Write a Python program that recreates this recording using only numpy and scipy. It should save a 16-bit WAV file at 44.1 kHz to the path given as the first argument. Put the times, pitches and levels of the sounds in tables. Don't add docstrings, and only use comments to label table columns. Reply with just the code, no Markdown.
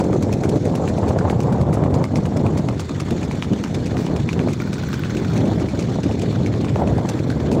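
import sys
import numpy as np
from scipy import signal
from scipy.fft import rfft, irfft
from scipy.io import wavfile
from scipy.ndimage import uniform_filter1d

SR = 44100
rng = np.random.default_rng(int(sys.argv[2]) if len(sys.argv) > 2 else 0)


def inscribe(sig):
    pcm = np.round(np.clip(np.atleast_2d(sig).T, -1, 1) * 32767)
    wavfile.write(sys.argv[1], SR, pcm.astype(np.int16))


N = 335160
TIME = np.arange(N) / SR
GUST_S = 0.021

# t/s, knock level/dB, knock f/Hz, clop level/dB, clop f/Hz, grit level/dB, crunch length/s
HOOF_FALLS = [(0.0024, -49.5, 2290, -37.5, 1440, -35, 0.011), (0.13, -46, 2230, -30, 1120, -43, 0.022),
              (0.2263, -57, 2440, -39, 960, -35.5, 0.013), (0.3285, -33, 2520, -54, 1340, -34, 0.014),
              (0.4364, -33, 2100, -31, 1440, -36.5, 0.02), (0.4935, -48, 2660, -51, 1540, -33.5, 0.006),
              (0.5586, -58, 2560, -44, 1410, -43, 0.018), (0.653, -59, 2290, -39, 1510, -38.5, 0.011),
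              (0.7541, -39, 2680, -37, 1070, -35.5, 0.008), (0.8773, -49, 2500, -31.5, 1470, -37, 0.022),
              (0.977, -54, 2810, -42, 1020, -42, 0.018), (1.082, -52, 2470, -49, 1350, -39, 0.023),
              (1.1876, -40, 2130, -29, 1500, -37, 0.0079), (1.2987, -31.5, 2230, -36, 1540, -42, 0.023),
              (1.404, -43, 2490, -34, 1120, -40.5, 0.014), (1.525, -48, 2060, -36.5, 1480, -43, 0.016),
              (1.614, -49, 2220, -36, 1090, -43.5, 0.0078), (1.729, -45, 2030, -33, 1310, -39.5, 0.026),
              (1.837, -37.5, 2220, -29, 1170, -51, 0.012), (1.942, -42, 2280, -31.5, 980, -40.5, 0.018),
              (2.041, -30, 2140, -30, 1160, -40, 0.014), (2.1577, -31, 2110, -35, 1140, -38.5, 0.024),
              (2.255, -39, 2390, -39, 1210, -40.5, 0.014), (2.3688, -42, 2250, -50, 1250, -35, 0.0086),
              (2.465, -35, 2480, -38, 1190, -42.5, 0.0091), (2.574, -45, 2430, -35, 1140, -37.0, 0.021),
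              (2.687, -35, 2160, -29, 1080, -37, 0.0093), (2.796, -49, 2680, -33, 1200, -35, 0.021),
              (2.894, -39.5, 2480, -34, 1200, -37, 0.0064), (3.0012, -35, 2670, -32, 1250, -33, 0.013),
              (3.108, -39, 2670, -41, 1530, -38.5, 0.01), (3.231, -37, 2500, -38, 1340, -39.5, 0.022),
              (3.3115, -33.5, 2320, -31, 980, -39.5, 0.015), (3.424, -24.5, 2380, -31, 1300, -40, 0.026),
              (3.534, -38.5, 2430, -45.5, 1470, -40, 0.0045), (3.6388, -34, 2820, -29, 1200, -35.5, 0.013),
              (3.746, -35, 3540, -44, 1120, -32.5, 0.0087), (3.8594, -43, 2780, -43, 1180, -36.5, 0.023),
              (3.9688, -34, 1910, -35, 1490, -41.0, 0.091), (4.0657, -37, 2920, -30, 955, -37, 0.004),
              (4.163, -36, 2420, -33, 1000, -38.5, 0.014), (4.2899, -24, 2350, -32, 1060, -41, 0.02),
              (4.33, -37, 2700, -38, 1540, -36, 0.0099), (4.3924, -31, 2280, -34, 1540, -45, 0.051),
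              (4.4852, -36, 2240, -32.5, 1250, -41, 0.044), (4.5344, -40, 2060, -46, 1390, -33, 0.0046),
              (4.6011, -32.5, 2310, -36, 1450, -44, 0.015), (4.732, -45, 2400, -54, 1540, -35, 0.016),
              (4.8265, -47, 2410, -43, 1040, -52, 0.023), (4.93, -32.5, 2760, -33.5, 1230, -38.5, 0.032),
              (5.036, -30.5, 2620, -37, 1240, -51, 0.023), (5.1701, -31, 2570, -44, 1540, -38, 0.011),
              (5.247, -39, 2070, -35, 1440, -46, 0.019), (5.3652, -33.5, 2350, -47, 1310, -39, 0.023),
              (5.457, -49, 2280, -45, 1210, -40, 0.0087), (5.598, -36, 2300, -52, 1310, -41, 0.014),
              (5.686, -35, 2330, -41, 960, -43, 0.038), (5.7919, -36.5, 2230, -35, 1220, -34, 0.016),
              (5.886, -49, 2510, -39, 1240, -49, 0.025), (6.034, -37.5, 2800, -46, 960, -37.5, 0.014),
              (6.112, -39, 2420, -42, 990, -44.5, 0.041), (6.2192, -42, 2460, -37, 1170, -36, 0.017),
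              (6.3267, -48, 2470, -38, 1260, -44, 0.012), (6.462, -30, 2240, -47, 1530, -39, 0.015),
              (6.5392, -42, 2620, -38, 1420, -47, 0.038), (6.646, -39, 2530, -31.5, 1440, -39, 0.016),
              (6.6843, -37, 2420, -46, 1270, -51, 0.014), (6.7586, -38.5, 2600, -31.5, 1270, -47, 0.037),
              (6.874, -36, 2580, -34, 1120, -43, 0.017), (6.981, -42, 1910, -42, 960, -43, 0.0062),
              (7.09, -39, 2480, -38, 1540, -30, 0.012), (7.191, -35, 2360, -49, 1540, -41, 0.0082),
              (7.3018, -41, 2170, -30.5, 1560, -40, 0.019), (7.4002, -39, 2370, -36, 980, -49, 0.014),
              (7.5164, -39, 2600, -31.5, 990, -38, 0.04)]
# f/Hz, level/dB
TICK_SPECTRUM = [(11000, -32), (13000, -11), (14400, 0), (15400, -4), (16500, -14)]


def gain_of(db):
    return 10 ** (np.asarray(db) / 20)


def unit_rms(x):
    return x / np.sqrt(np.mean(x ** 2) + 1e-20)


def steadied(x, size):
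    return x / np.sqrt(uniform_filter1d(uniform_filter1d(x ** 2, size), size) + 1e-12)


def add(mix, s, sound):
    part = mix[max(round(s * SR), 0):][:len(sound)]
    part += sound[:len(part)]


def curve(points):
    return np.interp(TIME, *np.transpose(points))


def bump(s, half_s):
    return np.exp(-((TIME - s) / half_s) ** 2)


def wander(rate):
    hz = np.fft.rfftfreq(N, 1 / SR)
    return unit_rms(irfft(rfft(rng.standard_normal(N)) * np.exp(-(hz / rate) ** 2), N))


def coloured(x, spectrum, peaks=()):
    hz = np.fft.rfftfreq(len(x), 1 / SR)
    points_hz, points_db = np.transpose(spectrum)
    shape_db = np.interp(np.log(hz + 1), np.log(points_hz), points_db)
    for centre, width, height in peaks:
        shape_db += height / (1 + (2 * (hz - centre) / width) ** 2)
    return irfft(rfft(x) * unit_rms(gain_of(shape_db)), len(x))


def blended(x, spectrum, ratio, share):
    moved = [(hz * ratio, db) for hz, db in spectrum]
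    return (1 - share) * coloured(x, spectrum) + share * coloured(x, moved)


def mottled(x, depth_db, size):
    frames = signal.stft(x, nperseg=256, noverlap=192)[2]
    patches = uniform_filter1d(rng.standard_normal(frames.shape), size[0], axis=0)
    patches = unit_rms(uniform_filter1d(patches, size[1], axis=1))
    frames = frames * unit_rms(gain_of(depth_db * patches))
    return signal.istft(frames, nperseg=256, noverlap=192)[1][:N]


def lifted(x, low_hz, high_hz, db):
    bandpass = signal.butter(2, [low_hz, high_hz], "band", fs=SR, output="sos")
    return x + (gain_of(db) - 1) * signal.sosfiltfilt(bandpass, x)


def struck(modes, hz, touches):
    t = np.arange(len(touches)) / SR
    ring = np.zeros(len(t))
    force = touches * rng.standard_normal(len(t))
    for k, (ratio, db, t60) in enumerate(modes):
        decay = gain_of(db + rng.standard_normal() - 60 * t / t60)
        ring += (-1) ** k * decay * np.sin(2 * np.pi * hz * ratio * t)
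    sound = signal.fftconvolve(force, ring)[:len(t)]
    return sound * np.sqrt(0.01 * SR / np.sum(sound ** 2))


def stone_crack(since, decay_s=0.00081, low_hz=1600, high_hz=5500, width_hz=800, ring_db=10):
    # f/Hz, level/dB
    spectrum = [(600, -8), (1000, 3), (5800, -5), (12000, -25)]
    rings = [(hz, width_hz, ring_db) for hz in low_hz * (high_hz / low_hz) ** rng.random(2)]
    burst = steadied(coloured(rng.standard_normal(len(since)), spectrum, rings), size=60)
    return burst * (since > 0) * np.exp(-abs(since) / decay_s)


def crushed_grit(grain_db=4.0, flicker_db=1.4):
    # f/Hz, level/dB
    spectrum = [(700, -24), (1800, -2), (2400, 12), (2900, 1), (4000, 2.5), (5400, 3.5), (6300, 4.5),
                (7900, -1.5), (8900, -7.5), (10300, -9.5), (11300, -16.5), (12700, -18), (15500, -20)]
    # t/s, level/dB
    treble = [(0, 2), (1.7, 7.5), (2.8, 1.5), (4.2, 0), (5.9, -3), (7.6, 3)]
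    grains = rng.standard_normal(N) * gain_of(grain_db * wander(290))
    grains = mottled(grains, depth_db=2.0, size=(5, 8))
    grains = steadied(coloured(grains, spectrum), size=300)
    return lifted(grains, 7900, 0.45 * SR, curve(treble) + flicker_db * wander(100))


def hooves(toe_s=0.0028, second_clop_s=0.022, slide_s=0.035, scuff_s=0.0042):
    # multiple of the knock pitch, level/dB, t60/s
    wall_modes = [(.72, 1, 0.0039), (1, 4.5, 0.014), (1.19, 2, 0.0047), (1.6, -14.5, 0.0077)]
    # multiple of the clop pitch, level/dB, t60/s
    sole_modes = [(.74, 2.5, 0.011), (1, 5.5, 0.013), (1.36, -5.5, 0.0056)]
    # t/s, level/dB
    scuffs = [(0.044, -29), (1.435, -33), (3.3558, -38), (3.5892, -35), (5.337, -26), (5.379, -32),
              (5.4064, -33), (5.8114, -36), (5.827, -27.5), (6.196, -26.5), (6.615, -33)]
    lead = SR // 50
    since = np.arange(SR // 8) / SR - lead / SR
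    after = np.maximum(since, 0)
    toe = np.exp(np.minimum(since, 0) / toe_s)
    slide = gain_of(-19) * np.exp(-after / slide_s)
    blows, pressure = np.zeros((2, N + lead))
    for s, knock_db, knock_hz, clop_db, clop_hz, grit_db, crunch_s in HOOF_FALLS:
        spread_s = min(0.00031 * 2 ** ((-29 - knock_db) / 7), 0.0014)
        touches = np.exp(-(since / spread_s - 0.5) ** 2)
        wall = gain_of(knock_db - 3.5) * struck(wall_modes, knock_hz, touches)
        sole = gain_of(clop_db - 1.5) * struck(sole_modes, clop_hz, touches)
        add(blows, s, wall + sole)
        add(blows, s + rng.uniform(0.005, 0.012), gain_of(-13) * (wall + sole))
        add(blows, s + second_clop_s * rng.uniform(0.92, 1.08), gain_of(-7) * sole)
        crack_db = (max(knock_db, clop_db) + grit_db) / 2 + 9 + 2.5 * rng.standard_normal()
        add(blows, s, gain_of(crack_db) * stone_crack(since))
        crunch = toe * (np.exp(-(after / crunch_s) ** 3) + slide)
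        add(pressure, s, gain_of(grit_db - 1.8) * crunch)
    for s, db in scuffs:
        add(pressure, s, gain_of(db - 7) * np.exp(-abs(since) / scuff_s))
    return blows[lead:] + crushed_grit() * pressure[lead:]


def pebbles(low_hz=3200, high_hz=9000, t60=0.025, scatter_s=0.017, tilt_db=-5, count=4):
    t = np.arange(SR // 20) / SR
    pings = np.zeros(N)
    for s, *_, grit_db, _ in HOOF_FALLS:
        for smallness, lateness in rng.random((count, 2)):
            hz = low_hz * (high_hz / low_hz) ** smallness
            decay = gain_of(grit_db - 6 + tilt_db * smallness - 60 * t / t60)
            delay_s = -scatter_s * np.log(1 - lateness)
            add(pings, s + delay_s, decay * np.sin(2 * np.pi * hz * t))
    return pings


def roadside(x, echo_db=-13, t60=0.24, taps_per_s=1500, first_s=0.008):
    t = np.arange(SR // 3) / SR
    taps = rng.standard_normal(len(t)) * (rng.random(len(t)) < taps_per_s / SR)
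    taps *= (t > first_s) * gain_of(-60 * t / t60)
    return x + gain_of(echo_db) * signal.fftconvolve(x, taps / np.linalg.norm(taps))[:N]


def exhaust(firings_per_s, level_db=-34, pipe_hz=135, decay_cycles=0.082):
    cycle = (np.cumsum(firings_per_s * (1 + 0.0247 * wander(2.01))) / SR) % 1
    pulse = np.exp(-cycle / decay_cycles) * (1 - cycle) * cycle
    pipe = np.sin(2 * np.pi * pipe_hz * cycle / firings_per_s)
    return gain_of(level_db) * unit_rms(pulse * pipe)


def engine_whine(waver_hz=22):
    # f/Hz, level against the hiss/dB
    tones = [(3410, -20.5), (4328, -26)]
    whine = np.zeros(N)
    for hz, db in tones:
        turns = np.cumsum(hz + waver_hz * wander(25)) / SR
        whine += gain_of(db) * unit_rms(np.sin(2 * np.pi * turns))
    return whine


def engine_hiss(flicker_db=2.0):
    # t/s, level/dB
    levels = [(0.0, -51), (1.06, -51), (1.63, -52.5), (2.6, -49.5), (3.02, -46), (4.5, -46.5),
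              (5.04, -42.5), (6.1, -46.5), (6.7, -47), (7.22, -43.5), (7.6, -49.5)]
    # f/Hz, level/dB
    spectrum = [(300, 3), (1000, 11), (1600, 9.5), (2300, 5.5), (2700, 0.5), (4400, 1), (4800, -2),
                (6000, 0.5), (7700, -2), (8500, -12), (9500, -13.5), (11500, -22), (14500, -22),
                (16000, -24)]
    # f/Hz, width/Hz, lift/dB
    casing = [(2410, 150, 0.5), (2990, 180, 3), (3530, 180, 4.5), (3760, 100, 3.5), (4260, 340, 4),
              (6850, 190, 4)]
    # t/s, lift around 3.5 kHz/dB, lift around 7 kHz/dB
    bands = [(0, -0.5, 1.5), (.9, 2.5, 4.5), (1.5, -1.5, 0.5), (3.5, 0.5, -1.5), (5.6, 0, -3.5),
             (5.95, 2, -1), (6.5, 3.5, -2.5), (6.9, -4, -4.5), (7.6, 1.5, -3)]
    level_db = curve(levels) + 5 + flicker_db * wander(70)
    hiss = mottled(rng.standard_normal(N), depth_db=2.5, size=(4, 14))
    hiss = coloured(hiss, spectrum, casing)
    times, middle_db, high_db = np.transpose(bands)
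    hiss = lifted(hiss, 2300, 5500, np.interp(TIME, times, middle_db))
    hiss = lifted(hiss, 5300, 10400, np.interp(TIME, times, high_db))
    return gain_of(level_db) * (hiss + engine_whine())


def airstream():
    # t/s, buffeting level/dB, roar level/dB
    flow = [(0.0, -24.5, -18.5), (0.35, -17, -18.5), (0.8, -21, -21.5), (1.25, -18.5, -20),
            (1.5, -20.5, -22), (1.95, -16.5, -20.5), (2.15, -21.5, -26), (2.52, -18, -22),
            (2.8, -23, -32.5), (3.7, -23.5, -30.5), (4.0, -20, -24.5), (4.45, -20.5, -30.5),
            (4.7, -22, -33.5), (5.02, -23.5, -37), (5.42, -17.5, -25), (5.75, -20, -25.5), (6.68, -20, -28),
            (6.8, -22.5, -21.5), (6.95, -16.5, -26), (7.08, -23, -23), (7.32, -20.5, -28.5),
            (7.6, -19.5, -21.5)]
    # t/s, buffeting change/dB, roar change/dB
    gusts = [(.11, 4, -7), (.2, 3, -7.5), (.44, -7, 4.5), (.61, -1.5, -10), (2.09, -3.5, -11), (2.46, 0, 1),
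             (2.88, -4.5, -1), (3.12, 5.5, 5), (3.52, 8, 4), (4.23, -1, -10), (4.31, -4.5, -41),
             (4.38, 4, 6), (4.77, -6.5, -2), (5.625, -1.5, -1), (5.69, -6, -5), (6.02, -4, -12),
             (6.82, 3, 7.5)]
    times, slow_buffet_db, slow_roar_db = np.transpose(flow)
    flutter = wander(11)
    buffet_db = np.interp(TIME, times, slow_buffet_db) + flutter
    roar_db = np.interp(TIME, times, slow_roar_db) + 1.85 * flutter
    for s, buffet_change, roar_change in gusts:
        swell = bump(s, GUST_S)
        buffet_db += buffet_change * swell
        roar_db += roar_change * swell
    return buffet_db, roar_db


def wind(lumpy_db=2.5, eddy_db=2.5, tearing=0.57, steepening=0.016):
    # f/Hz, level/dB
    buffet_spectrum = [(20, -39), (36, -47), (51, -21), (75, -3), (105, 1), (150, 0), (220, -2),
                       (320, -6.5), (480, -16), (900, -34), (2000, -88)]
    # f/Hz, level/dB
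    roar_spectrum = [(120, -19), (260, 1.5), (400, 1.5), (600, -3.5), (800, -9.5), (1100, -20.5),
                     (1500, -29), (2500, -40), (6000, -62)]
    # t/s, share
    colour = [(.68, 0), (1.0, 1), (1.85, 0.93), (2.4, 0.6), (3.5, 0.094), (4.15, 0.48), (4.6, 0.11)]
    buffet_db, roar_db = airstream()
    split = curve(colour)
    push = rng.standard_normal(N) * gain_of(lumpy_db * wander(123))
    push = steadied(blended(push, buffet_spectrum, ratio=0.9, share=split), size=1800)
    force = unit_rms(np.sqrt(abs(uniform_filter1d(push ** 2, size=150))))
    push -= steepening * (push ** 2 - uniform_filter1d(push ** 2, size=260))
    roar = mottled(rng.standard_normal(N), depth_db=2, size=(2, 10))
    roar = blended(roar, roar_spectrum, ratio=1.275, share=split)
    roar *= (1 - tearing + tearing * force) * gain_of(eddy_db * wander(55))
    buffeting = with_wind_thumps(push * gain_of(buffet_db + 0.5))
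    return buffeting + steadied(roar, size=1600) * gain_of(roar_db - 2.5)


def wind_slaps(sag=0.066, ragged=0.25):
    # t/s, level/dB, f/Hz, half length/s
    eddies = [(0.101, -14, 479, 0.0059), (0.539, -12, 474, 0.0057), (0.661, -13, 486, 0.0046),
              (0.678, -16.5, 471, 0.0073), (0.8, -15, 700, 0.0026), (1.11, -16, 588, 0.0027),
              (3.132, -14, 206, 0.0039), (4.4746, -11.5, 600, 0.002), (5.9876, -11.5, 618, 0.0015),
              (6.066, -11, 287, 0.0078), (6.2374, -11, 473, 0.0026), (6.762, -11.5, 578, 0.0029),
              (6.986, -15, 644, 0.0034), (7.053, -17, 661, 0.0038)]
    t = np.arange(-SR // 40, SR // 40) / SR
    slaps = np.zeros(N)
    for s, db, hz, half_s in eddies:
        jitter = unit_rms(uniform_filter1d(rng.standard_normal(len(t)), size=40))
        pitch_hz = hz * (1 - sag * np.tanh(t / half_s) + ragged * jitter)
        turns = rng.random() + np.cumsum(pitch_hz) / SR
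        swell = gain_of(db - 1) * np.exp(-(t / half_s) ** 2)
        add(slaps, s + t[0], swell * np.sin(2 * np.pi * turns))
    return slaps


def with_wind_thumps(buffeting, thump_hz=143, ragged_octaves=0.36, takeover=0.26):
    # t/s, peak level/dB
    eddies = [(1.366, -12.5), (1.452, -13.5), (1.526, -11), (1.619, -10.5), (1.701, -12), (2.194, -13.5),
              (2.25, -16.5), (2.459, -13), (4.241, -14.5), (6.382, -16.5), (6.741, -12)]
    pitch_hz = thump_hz * 2 ** (ragged_octaves * wander(90))
    swings = np.sin(2 * np.pi * np.cumsum(pitch_hz) / SR)
    for s, db in eddies:
        swell = bump(s, GUST_S)
        buffeting = buffeting * (1 - takeover * swell) + gain_of(db) * swell * swings
    return buffeting


def squeaks():
    # t/s, half length/s, level/dB
    swells = [(4.005, .04, -57), (5.347, 0.02, -58)]
    envelope = sum(gain_of(db) * bump(s, half_s) for s, half_s, db in swells)
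    return envelope * coloured(rng.standard_normal(N), TICK_SPECTRUM)


def rattle(firings_per_s, start_s=4.618, length_s=0.71, quickening_hz_per_s=2.4,
           swell_s=0.0019, lag_s=0.00079, ring_hz=1525):
    t = np.arange(SR // 20) / SR
    burst = t / swell_s * np.exp(1 - t / swell_s)
    clack_envelope, ticks, rings = np.zeros((3, N))
    since = TIME[TIME < length_s]
    cycles = np.floor(firings_per_s * since + quickening_hz_per_s * since ** 2 / 2)
    for age in since[np.diff(cycles, prepend=-1) > 0]:
        s = start_s + age
        slack = 1 - np.sin(np.pi * age / length_s)
        force = gain_of(-2.5 * slack + 2.5 * rng.standard_normal()) * burst
        detune = 1 + 0.023 * rng.standard_normal()
        tick = coloured(rng.standard_normal(len(t)), [(hz * detune, db) for hz, db in TICK_SPECTRUM])
        add(ticks, s, gain_of(-50 - 2 * rng.standard_normal()) * force * tick)
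        add(clack_envelope, s + lag_s, gain_of(-37.5) * force)
        pitch_hz = ring_hz * (1 - 0.066 * slack) * rng.uniform(0.98, 1.02)
        add(rings, s + lag_s, gain_of(-29) * force * np.sin(2 * np.pi * pitch_hz * t))
    # f/Hz, level/dB
    clack_spectrum = [(900, -19), (1300, -1), (1480, -6), (1680, 3), (2100, 5), (3000, -3), (6000, -3),
                      (9000, -34)]
    clacks = clack_envelope * steadied(coloured(rng.standard_normal(N), clack_spectrum), size=200)
    return ticks + clacks + rings


def scene():
    firings_per_s = 18.3
    horse = roadside(hooves() + pebbles())
    motorcycle = exhaust(firings_per_s) + engine_hiss()
    return (horse + motorcycle + wind() + wind_slaps() + squeaks() + rattle(firings_per_s))[None]


def record(dry):
    ceiling, edge_hz = 0.56, 15800
    rounded = dry / (1 + (dry / ceiling) ** 6) ** (1 / 6)
    lowpass = signal.firwin(511, edge_hz, window=("kaiser", 9), fs=SR)
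    return signal.oaconvolve(rounded, lowpass[None], "same")


dry = scene()
out = record(dry)
inscribe(out)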